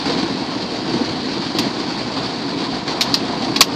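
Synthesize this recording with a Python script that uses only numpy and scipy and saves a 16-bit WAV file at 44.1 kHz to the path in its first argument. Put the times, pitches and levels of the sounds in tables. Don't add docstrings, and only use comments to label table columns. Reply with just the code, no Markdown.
import sys
import numpy as np
from scipy import signal
from scipy.io import wavfile
from scipy.ndimage import uniform_filter1d, map_coordinates

SR = 44100
rng = np.random.default_rng(int(sys.argv[2]) if len(sys.argv) > 2 else 0)


def materialize(psi):
    bounded = np.clip(np.atleast_2d(psi).T, -1, 1)
    quanta = np.round(bounded * 32767).astype(np.int16)
    wavfile.write(sys.argv[1], SR, quanta)


N = 165375


def gain_of(db):
    return 10 ** (np.asarray(db) / 20)


def evened(x):
    return x / np.sqrt(np.mean(x ** 2) + 1e-20)


def lean(hz, treble_db, body_db):
    pivot_hz = 4000
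    octaves = np.log2(hz / pivot_hz)
    return treble_db * np.maximum(octaves, 0) + body_db * np.maximum(-octaves, 0)


def colour(x, points, treble_db=0, body_db=0):
    hz = abs(np.fft.fftfreq(8192, 1 / SR)) + 1
    f, db = np.transpose(points)
    octaves_outside = np.maximum(np.log2(f[0] / hz), 0) + np.maximum(np.log2(hz / f[-1]), 0)
    db = np.interp(np.log(hz), np.log(f), db)
    db = db - 36 * octaves_outside + lean(hz, treble_db, body_db)
    log_gain = np.maximum(db, -100) * np.log(10) / 20
    taps = np.fft.ifft(np.exp(np.conj(signal.hilbert(log_gain)))).real[:4096]
    return signal.oaconvolve(x, taps)[:len(x)]


def flicker():
    size = round(0.04 * SR)
    noise = rng.standard_normal(N)
    return evened(uniform_filter1d(uniform_filter1d(noise, size), size))


def force(spray_column, sheet_column, sheet_offset_db=0):
    # time_s, drumming_db, fizz_db, patter_db
    spray = [(0.0, -28, -26, -29), (0.15, -21.5, -28, -28), (0.32, -26, -30, -31),
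             (0.46, -25.5, -29.5, -30.5), (1.09, -23.5, -29.5, -30), (1.33, -24.5, -29.5, -31.5),
             (1.45, -25.5, -29.5, -31), (1.69, -24.5, -28.5, -29.5), (2.03, -26, -29, -29.5),
             (2.58, -24.5, -30, -30.5), (2.87, -25.5, -30.5, -29.5), (3.09, -24.5, -27, -27),
             (3.47, -24.5, -31, -30.5), (3.75, -23, -28.5, -26.5)]
    # start_s, drumming_db, fizz_db, t60_s
    sheets = [(0.054, -16.5, -20, 0.26), (0.091, -21, -33, 0.45), (0.225, -19.5, -24, 0.21),
              (0.891, -27, -25, .4), (0.932, -21, -28.5, 0.37), (0.998, -21, -26.5, 0.35),
              (1.329, -26, -27.5, 0.23), (1.546, -19, -25, 0.45), (1.584, -19.5, -22, 0.4),
              (2.164, -19.5, -25, 0.23), (2.6, -29.5, -30, .3), (2.874, -22, -24, .3),
              (3.419, -25, -26, .3)]
    rise_s = 0.0046
    t = np.arange(N) / SR
    spray = np.array(spray)
    power = gain_of(2 * np.interp(t, spray[:, 0], spray[:, spray_column]))
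    for sheet in sheets:
        age = np.maximum(t - sheet[0], 0)
        level_db = sheet[sheet_column] + sheet_offset_db - 60 * age / sheet[3]
        power = power + np.minimum(age / rise_s, 1) ** 2 * gain_of(2 * level_db)
    return np.sqrt(power)


def patchy(x):
    patch_db, patch_s, patch_octaves = 0.77, 0.04, 0.2
    hz, t, spectrum = signal.stft(x, SR, nperseg=1024, noverlap=768)
    octave = np.log2(np.maximum(hz, 40) / 40)
    grid = rng.standard_normal((200, 400))
    where = np.meshgrid(octave / patch_octaves, t / patch_s, indexing="ij")
    field = evened(map_coordinates(grid, where, order=3, mode="mirror"))
    patched = signal.istft(spectrum * gain_of(patch_db * field), SR, nperseg=1024, noverlap=768)[1]
    return evened(patched[:len(x)])


def drops(per_s, spread_db, t60, tone, level):
    spots = 16
    lead = 4096
    size = gain_of(spread_db * np.minimum(rng.exponential(1, N + lead), 5))
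    sign = rng.choice([-1., 1.], N + lead)
    hits = size * sign * (rng.random(N + lead) < per_s / SR)
    t = np.arange(lead) / SR
    ring = rng.standard_normal((spots, lead)) * gain_of(-60 * t / t60)
    spot = rng.integers(0, spots, N + lead)
    wet = sum(signal.oaconvolve(hits * (spot == k), ring[k])[:N + lead] for k in range(spots))
    wet = wet * np.concatenate([np.full(lead, level[0]), level])
    return evened(patchy(colour(wet, tone))[lead:]) * np.sqrt(np.mean(level ** 2))


def drumming_panels(gusts):
    # freq_hz, density_db_per_hz
    panels = [(20, -41), (45, -30), (70, -17.5), (92, -20), (128, -7), (152, -10), (200, -4), (235, -2.5),
              (272, 0.5), (340, -4), (400, -9), (465, -8), (520, -14), (600, -27)]
    level = force(1, 1) * gain_of(0.6 * gusts)
    return drops(per_s=2500, spread_db=3, t60=0.084, tone=panels, level=level)


def fizzing_glass(gusts):
    # freq_hz, density_db_per_hz
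    glass = [(1200, -12), (1600, -8.5), (2100, -7.5), (2600, -7.5), (3100, -6.5), (3600, -6), (3900, -3.5),
             (4250, -1), (4700, 0), (5050, -7.5), (5700, -14), (6200, -17), (7500, -24), (9000, -31),
             (10000, -39.5), (11000, -45)]
    level = force(2, 2) * gain_of(1 * gusts)
    return drops(per_s=4000, spread_db=3, t60=0.061, tone=glass, level=level)


def pattering_roof(gusts):
    # freq_hz, density_db_per_hz
    roof = [(400, -15), (520, -4.5), (600, -1), (705, 0.5), (820, -3), (1050, -2), (1300, -8), (2000, -16),
            (3000, -39)]
    level = force(3, 1, sheet_offset_db=-5.5) * gain_of(0.75 * gusts)
    return drops(per_s=2500, spread_db=2.5, t60=0.051, tone=roof, level=level)


def thuds():
    # start_s, peak_db, pitch_hz
    thud_table = [(0.085, -18, 481), (0.178, -18.5, 274), (0.549, -19.5, 302), (0.932, -16, 340),
                  (0.99, -23, 481), (1.004, -15, 275), (1.215, -21, 286), (1.261, -17.5, 262),
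                  (1.364, -24, 450), (2.459, -18.5, 265)]
    rise_s, t60_s = 0.012, 0.11
    out, t = np.zeros(N), np.arange(8000) / SR
    for (start_s, peak_db, pitch_hz), turn in zip(thud_table, rng.random(len(thud_table))):
        rise = np.sin(np.pi / 2 * np.minimum(t / rise_s, 1))
        decay = gain_of(peak_db - 60 * np.maximum(t - rise_s, 0) / t60_s)
        part = out[round(start_s * SR):][:len(t)]
        part += rise * decay * np.sin(2 * np.pi * (turn + pitch_hz * t))
    return out


def snaps():
    # start_s, level_db, rise_s, hold_s, t60_s, treble_db_per_octave, body_db_per_octave,
    # crack_db and ring_db (both relative to level_db), pitch_ratio
    snap_table = [(1.5862, -18, 0.0011, 0.0066, 0.07, 2, 3, 0.5, -7.5, 1.05),
                  (3.009, -12.5, .0003, 0.0094, 0.092, -0.8, 0.8, 0, -7, .92),
                  (3.1417, -13, 0.00042, 0.0019, 0.072, -0.8, -2.5, 4, -2, 1.02),
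                  (3.559, -14, 0.0042, 0.004, 0.069, -5.5, 1.5, -13, -2, .95),
                  (3.6072, -3, 0.00082, 0.0067, 0.088, 2, 3, -10, -4.5, 0.96)]
    # freq_hz, density_db_per_hz
    snap_tone = [(300, -28), (500, -22), (1200, -16), (1500, -17.5), (2600, -8), (3400, -5.5), (4360, -1.5),
                 (5030, -4), (5640, -6.5), (7840, -21), (10000, -28.5), (14300, -25), (14800, -41)]
    # pitch_hz, level_db, t60_s
    trim = [(720, -12.5, 0.05), (920, -10, 0.052), (1143, 0, 0.046), (1828, -6, 0.042), (2558, -3.5, 0.043),
            (3090, -12, .04), (3530, -2.5, 0.056), (4128, 1, 0.087), (4620, 5, .06), (4670, 3, 0.064),
            (5370, -2, .05)]
    crack_s, mode_spread_db = 0.00087, 2
    rattle_db, rattle_step_s, rattle_fade_in_s = 2.5, 0.001207, 0.011
    out, t = np.zeros(N), np.arange(6000) / SR
    for start_s, level_db, rise_s, hold_s, t60_s, treble_db, body_db, crack_db, ring_db, ratio in snap_table:
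        noise = rng.standard_normal(len(t) + len(trim))
        steps = rng.standard_normal(len(t))
        rise = np.minimum(t / rise_s, 1)
        decay = gain_of(-60 * np.maximum(t - hold_s, 0) / t60_s)
        wobble = np.interp(t / rattle_step_s, np.arange(len(t)), steps)
        rattle = gain_of(rattle_db * np.minimum(t / rattle_fade_in_s, 1) * wobble)
        crack = gain_of(crack_db) * np.exp(-t / crack_s)
        hiss = evened(colour(noise, snap_tone, treble_db, body_db))[:len(t)]
        burst = (rise * decay * rattle + crack) * hiss
        modes = np.zeros(len(t))
        for (hz, mode_db, mode_t60_s), v in zip(trim, noise[len(t):]):
            start_db = mode_db + mode_spread_db * v + lean(hz, treble_db, body_db)
            modes += gain_of(start_db - 60 * t / mode_t60_s) * np.sin(2 * np.pi * hz * ratio * t)
        snap = gain_of(level_db) * (burst + gain_of(ring_db) * rise * modes)
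        part = out[round(start_s * SR):][:len(t)]
        part += snap[:len(part)]
    return out


def scene():
    gusts = flicker()
    water = drumming_panels(gusts) + fizzing_glass(gusts) + pattering_roof(gusts)
    return (water + thuds() + snaps())[None]


def record(dry):
    clip, edge_hz = 0.99, 15542
    duck_from_db, duck_share, recovery_db_per_s = -12, 0.46, 65
    window = 441
    mean = np.ones(window) / window
    flat = np.clip(dry, -clip, clip)
    power_db = 10 * np.log10(abs(signal.lfilter(mean, 1, flat[0] ** 2)) + 1e-12)
    fall = np.arange(N) * recovery_db_per_s / SR
    held_db = np.maximum.accumulate(power_db + fall) - fall
    over_db = np.maximum(held_db - duck_from_db, 0)
    late_db = np.concatenate([np.zeros(window), over_db])[:N]
    ducked = flat / gain_of(duck_share * signal.lfilter(mean, 1, late_db))
    low_pass = signal.firwin(511, edge_hz, window=("kaiser", 9), fs=SR)
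    return signal.oaconvolve(ducked, low_pass[None], "same")


dry = scene()
out = record(dry)
materialize(out)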